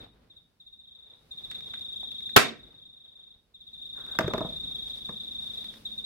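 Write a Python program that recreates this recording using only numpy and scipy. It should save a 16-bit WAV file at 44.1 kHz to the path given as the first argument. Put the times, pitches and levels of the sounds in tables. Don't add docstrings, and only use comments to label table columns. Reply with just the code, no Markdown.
import sys
import numpy as np
from scipy import signal
from scipy.fft import rfft, irfft, next_fast_len
from scipy.io import wavfile
from scipy.ndimage import uniform_filter1d

SR = 44100
rng = np.random.default_rng(int(sys.argv[2]) if len(sys.argv) > 2 else 0)


def wrap_up_sound(samples):
    columns = np.atleast_2d(samples).T
    tamed = np.clip(columns, -1, 1)
    steps = np.round(tamed * 32767).astype(np.int16)
    wavfile.write(sys.argv[1], SR, steps)


N = 266792
T = np.arange(N) / SR


def undb(db):
    return 10 ** (np.asarray(db) / 20)


def unit(x):
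    return x / np.sqrt(np.mean(x ** 2))


def over_pitch(hz, points):
    f, value = np.transpose(points)
    return np.interp(np.log(hz + 1), np.log(f), value)


def colour(x, points):
    size = next_fast_len(N + SR // 2, True)
    size += size % 2
    gains = unit(undb(over_pitch(np.fft.rfftfreq(size, 1 / SR), points)))
    cepstrum = irfft(np.log(gains))
    cepstrum[1:size // 2] *= 2
    cepstrum[size // 2 + 1:] = 0
    response = np.exp(rfft(cepstrum))
    return irfft(rfft(x, size) * response)[..., :N]


def noise(side_db):
    mid, side = rng.standard_normal((2, N))
    return unit(mid + undb(side_db) * side * np.array([[1], [-1]]))


def walk(rate):
    k = int(SR / rate)
    steps = np.repeat(rng.standard_normal(N // k + 1), k)
    return unit(uniform_filter1d(steps, k)[:N])


def fade(start, length):
    return (T >= start) * np.exp(-np.clip((T - start) / length, 0, 60))


def swell(peak, rise, fall):
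    before, after = ((T - peak) / rise) ** 2 / 2, (T - peak) / fall
    return np.exp(-np.where(T < peak, before, after).clip(0, 60))


def add(track, start, sound):
    i = int(start * SR)
    track[..., i:i + sound.shape[-1]] += sound[..., :N - i]


def narrow(x, side_db):
    mid = x.mean(axis=0)
    return mid + undb(side_db) * (x - mid)


# (frequency [Hz], time to fall 60 dB [s])
ROOM_DECAY = [(60, 0.45), (300, 0.43), (900, 0.25), (2700, 0.33), (6000, 0.24), (14000, 0.16)]


def room(x, gap=0.006, stretch=0.98):
    t = T[:int(.7 * SR)]
    spectrum = rfft(rng.standard_normal((2, len(t))))
    f = np.fft.rfftfreq(len(t), 1 / SR)
    tail = 0
    for hz in np.geomspace(32, 16384, 10):
        octave = np.clip(1 - abs(np.log2((f + 1) / hz)), 0, 1)
        band = irfft(spectrum * octave, len(t))
        t60 = stretch * over_pitch(hz, ROOM_DECAY)
        tail = tail + band * np.exp(-np.log(1000) * t / t60)
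    tail = unit(tail * (t > gap)) / np.sqrt(len(t))
    return signal.fftconvolve(np.atleast_2d(x), tail, axes=1)[:, :N]


# (frequency [Hz], relative level per Hz [dB])
RUMBLE_TONE = [(12, -37), (20, -10.5), (49, 3.5), (75, -0.5), (165, -0.5), (206, -3.5), (241, -2),
               (361, -10), (450, -15.5), (580, -38.5), (990, -120)]
# (frequency [Hz], relative level per Hz [dB])
RUB_TONE = [(200, -15), (450, 5), (800, -2.5), (1500, -6), (2600, -10.5), (4000, -11.5), (7000, -34.5)]
# (frequency [Hz], relative level per Hz [dB])
HISS_TONE = [(1500, -10), (3000, 1), (4800, 2), (7000, -7.5), (10000, -4.5), (15000, -10)]
RUMBLE_DB, WASH_DB, HISS_DB = -60, -67, -65.5
HUM_HZ, HUM_DB, HUM_GROWTH_DB, HUM_GROWS_S, HUM_GROWTH_S = 219, -72.5, 12, 4.53, 1.08


def workshop():
    growth = np.clip((T - HUM_GROWS_S) / HUM_GROWTH_S, 0, 1)
    hum_db = HUM_DB + HUM_GROWTH_DB * growth + 1.5 * walk(rate=3)
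    hum_phase = 2 * np.pi * np.cumsum(HUM_HZ + 3 * walk(24)) / SR
    hum = np.sqrt(2) * np.sin(hum_phase) * undb(hum_db)
    rumble = undb(RUMBLE_DB) * colour(noise(side_db=-12.5), RUMBLE_TONE)
    wash = undb(WASH_DB) * colour(noise(side_db=-1.5), RUB_TONE)
    hiss = undb(HISS_DB) * colour(noise(side_db=2.5), HISS_TONE)
    return hum + rumble + wash + hiss


# (start [s], end [s], recovery to 1/e [s])
DIPS = [(-1, 1.056, 0.27), (2.5, 3.585, 0.23)]
DIP_DB = -15


def dips():
    depth = sum((T >= start) * np.exp(-np.maximum(T - end, 0) / recovery) for start, end, recovery in DIPS)
    return undb(DIP_DB * depth)


# (frequency [Hz], relative level per Hz [dB])
AIR_TONE = [(20, -22.5), (33, -16), (50, 5.5), (110, -4.5), (250, -14.5), (500, -21.5), (1000, -20.5),
            (3000, -29.5), (6000, -33.5), (15000, -34)]
AIR_DB = -77


def air():
    return undb(AIR_DB) * colour(noise(side_db=-10.5), AIR_TONE)


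# (peak [s], rise [s], fall [s], rubbing level [dB], hiss level [dB], rumble level [dB])
MOVES = [(0.039, 0.19, 0.03, -56.5, -79.5, -55.5), (.2, 0.28, 0.23, -69, -86, -64.5),
         (1.1, 0.1, 0.2, -70, -96, -78.5), (1.54, 0.14, 0.39, -61, -66.5, -63),
         (2.64, 0.038, 0.19, -64, -79, -60), (3.1, 0.059, 0.41, -75.5, -97, -102),
         (4.53, 0.3, 0.3, -59, -66, -50), (5.02, .25, 0.11, -73.5, -65, -84),
         (5.62, 0.32, 0.42, -61, -60, -61.5)]
# (peak [s], rise [s], fall [s], level [dB])
BRUSHES = [(3.992, 0.021, 0.083, -53.5), (4.11, 0.02, 0.06, -54.5)]


def handling():
    rub, hiss, rumble = sum(undb(levels)[:, None] * swell(peak, rise, fall)
                            for peak, rise, fall, *levels in MOVES)
    brush = sum(undb(db) * swell(peak, rise, fall) for peak, rise, fall, db in BRUSHES)
    slips = unit(undb(2 * walk(40) + 1.1 * walk(600)))
    # (frequency [Hz], relative level per Hz [dB])
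    towel_tone = [(150, -15), (450, -3.0), (800, -8.5), (1550, 0.5), (2200, -18), (6000, -28.5)]
    towel = colour(noise(side_db=-2.5), towel_tone)
    return (rumble * colour(noise(side_db=-12.5), RUMBLE_TONE)
            + rub * colour(slips * noise(side_db=-1.5), RUB_TONE)
            + hiss * colour(slips * noise(side_db=-0.5), HISS_TONE)
            + brush * towel)


# (start [s], end [s])
BOUTS = [(-.3, .05), (.298, .40), (.598, 1.14), (1.308, 3.35), (3.54, 5.71), (5.85, 6.1)]
WARM_UP_S, WARM_UP_DB, SLOW_PER_S, FAST_PER_S = .21, 2, 16, 26.75
STROKE_ATTACK_S, STROKE_HOLD_S, STROKE_RELEASE_S = .007, .008, .017
SAG_AFTER_S, SAG_HZ_PER_S, SAG_LIMIT_HZ = .012, 30000, 350
TRILL_DB, TRILL_ECHO_DB = -38.5, -5


def cricket(top_hz=3745, flutter_hz=26):
    age, warming = np.ones(N), np.zeros(N)
    for start, end in BOUTS:
        on = (T >= start) & (T < end)
        warming[on] = T[on] - start < WARM_UP_S
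        rate = np.where(warming[on], SLOW_PER_S, FAST_PER_S) * (1 + .01 * walk(30)[on])
        age[on] = np.cumsum(rate) / SR % 1 / rate
    corners = np.cumsum([0, STROKE_ATTACK_S, STROKE_HOLD_S, STROKE_RELEASE_S])
    force = np.interp(age, corners, [0, 1, 1, 0])
    push = uniform_filter1d(force, size=40) * undb(1.6 * walk(30) + WARM_UP_DB * warming)
    sag = np.clip(SAG_HZ_PER_S * (age - SAG_AFTER_S), 0, SAG_LIMIT_HZ) * (1 + 0.11 * walk(25))
    phase = 2 * np.pi * np.cumsum(top_hz - sag + flutter_hz * walk(250)) / SR
    overtones = (undb(-36) * np.sin(2 * phase) + undb(-33.5) * np.sin(3 * phase)
                 + undb(-35.5) * np.sin(4 * phase))
    song = push * (np.sin(phase) + np.sqrt(abs(push)) * overtones)
    direct = np.array([undb(1) * np.roll(song, 5), song])
    echo = undb(TRILL_ECHO_DB) * room(song, gap=0.0046, stretch=1.1)
    return unit(direct + echo) * undb(TRILL_DB)


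# (time [s], body level [dB], body pitch [Hz], relative treble level [dB])
CREASES = [(0.065, -49.5, 700, -74), (1.5137, -35, 2470, -41), (1.552, -48.5, 2300, -70),
           (1.607, -49, 2400, -72), (1.739, -36, 1830, -60), (1.793, -62, 1997, -46), (2.03, -41, 640, -75),
           (2.117, -48, 2200, -46), (2.206, -52, 2205, -47.5), (2.293, -47, 2433, -52.5),
           (4.065, -47, 1604, -46), (4.152, -34, 790, -46), (5.643, -49, 2340, -42),
           (5.739, -44, 2730, -61)]


def creases():
    dry, grit = np.zeros((2, N)), noise(side_db=-4.5)
    for start, db, hz, _ in CREASES:
        band = signal.butter(2, [hz / 1.7, hz * 1.5], "bandpass", fs=SR)
        body = unit(signal.lfilter(*band, grit))
        dry += undb(db) * body * fade(start, 0.0027)
    crisp = sum(undb(db) * fade(start, 0.002) for start, _, _, db in CREASES)
    dry += undb(-5.0) * colour(crisp * noise(side_db=-1.5), HISS_TONE)
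    return dry + undb(-10.0) * room(dry)


# (time [s], relative level [dB], contact cut-off [Hz], fall to 1/e [s])
BLOWS = [(2.361, -15, 710, 0.0064), (2.3636, -2, 15900, 0.0058), (2.3668, -9, 2960, 0.0049),
         (2.374, 1.5, 1000, 0.0017), (2.3782, -6.5, 3500, 0.0015)]
# (frequency [Hz], relative level [dB], time to fall 60 dB [s])
GUN_MODES = [(146, -13, .25), (392, -3, .11), (428, -4, .15), (587, -3, .16), (763, 1, .2), (909, -5, .14),
             (1080, -7, .16), (1190, -3, .18), (1304, -1, .18), (1417, -4, .15), (1574, -3, .16),
             (1735, -4, .15), (2000, -8, .22), (2326, -9, .22), (2378, -5, .25), (2734, -12, .22),
             (3220, -11, .18), (4170, -11, .18), (4800, -12, .15)]
# (frequency [Hz], relative level per Hz [dB])
SNAP_TONE = [(40, -21), (120, -5.5), (240, -10.5), (420, -2), (660, -8), (780, 0.5), (950, -7.5), (1400, 1),
             (2000, -7), (4000, -9.5), (5500, -14.5), (7500, -21.5), (12300, -17.5), (16000, -21)]
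# (frequency [Hz], relative level per Hz [dB])
SNAP_ECHO_TONE = [(40, -34.5), (80, -21), (145, -11), (260, -7.5), (660, -3.5), (780, -5.5), (950, -7.5),
                  (1400, -2), (2400, -4.5), (3000, -10), (4800, -8.5), (6300, -13.5), (11500, -18),
                  (16000, -28.5)]
SNAP_DB, HOUSING_DB, RECOIL_DB, SNAP_ECHO_DB = 4.0, -24.5, -21, -7


def staple_shot(recoil_hz=80, recoil_s=.0035):
    force, strike = np.zeros((2, N)), BLOWS[1][0]
    for start, db, hz, length in BLOWS:
        soften = signal.butter(1, hz, fs=SR)
        force += undb(db) * signal.lfilter(*soften, noise(side_db=1.0) * fade(start, length))
    t = T[:SR // 2]
    ring = 0
    for hz, db, t60 in GUN_MODES:
        phase = rng.uniform(0, 2 * np.pi) + rng.normal(0, 0.21, (2, 1))
        ring = ring + undb(db) * np.sin(2 * np.pi * hz * t + phase) * np.exp(-np.log(1000) * t / t60)
    housing = np.zeros((2, N))
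    add(housing, strike, ring)
    lag = T - strike - .004
    recoil = np.sin(2 * np.pi * recoil_hz * lag) * np.exp(-(lag / recoil_s) ** 2 / 2)
    echo = narrow(room(colour(force, SNAP_ECHO_TONE), gap=0.0083), side_db=-1.5)
    return (undb(SNAP_DB) * colour(force, SNAP_TONE) + undb(HOUSING_DB) * housing
            + undb(RECOIL_DB) * recoil + undb(SNAP_ECHO_DB) * echo)


# (time [s], clack level [dB], tick level [dB], shell level [dB], thump level [dB], thump pitch [Hz])
KNOCKS = [(3.36, -79, -82, -90, -57, 75.6), (4.188, -22, -11.5, -19, -33, 152),
          (4.208, -24, -26.5, -49, -33, 148), (4.243, -35, -43, -45, -22.5, 134),
          (4.264, -43, -64, -47, -25.5, 126), (4.279, -31, -28.5, -35, -23.5, 367),
          (4.305, -34, -54, -55, -37, 256), (4.336, -18.5, -24, -23, -53, 165),
          (4.380, -36, -29.5, -49, -26.5, 376), (4.4068, -25, -38, -24.5, -44, 250),
          (4.447, -33.5, -62, -36, -35, 172), (5.092, -37, -42, -70, -35, 197)]
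# (frequency [Hz], relative level per Hz [dB])
CLACK_TONE = [(47, -24), (80, -4), (156, 4.5), (269, -1), (486, 2), (649, -4), (919, -4), (1280, -6),
              (1540, -24), (1740, -15), (2180, -41), (3000, -49), (3900, -53), (6600, -120)]
# (frequency [Hz], relative level per Hz [dB])
TICK_TONE = [(400, -20), (1000, 10), (1650, 13), (2600, 0.5), (6000, -7.5), (10000, -21.5), (16000, -14)]
SHELL_HZ, SHELL_LAG_S = 640, 0.00653


def set_down_and_pat():
    clack, tick, thump = np.zeros((3, N))
    t = T[:SR // 4]
    rise = t / 0.0031
    bump = rise * np.exp(1 - rise)
    for start, clack_db, tick_db, shell_db, thump_db, hz in KNOCKS:
        clack += undb(clack_db) * fade(start, 0.01)
        tick += undb(tick_db) * fade(start, 0.0035)
        add(thump, start, undb(thump_db) * bump * np.sin(2 * np.pi * hz * t))
        add(thump, start + SHELL_LAG_S, undb(shell_db) * bump * np.sin(2 * np.pi * SHELL_HZ * t))
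    body = colour(clack * noise(side_db=-11), CLACK_TONE) + thump
    ticks = colour(tick * noise(side_db=3), TICK_TONE)
    echo = room(undb(-10.5) * body + undb(-14) * ticks, gap=0.0119)
    return body + ticks + narrow(echo, side_db=-7)


def scene():
    background = dips() * (workshop() + cricket())
    return background + air() + handling() + creases() + staple_shot() + set_down_and_pat()


def record(dry):
    top_cut = signal.ellip(8, .2, 70, 16000, fs=SR, output="sos")
    return signal.sosfilt(top_cut, np.tanh(dry))


dry = scene()
out = record(dry)
wrap_up_sound(out)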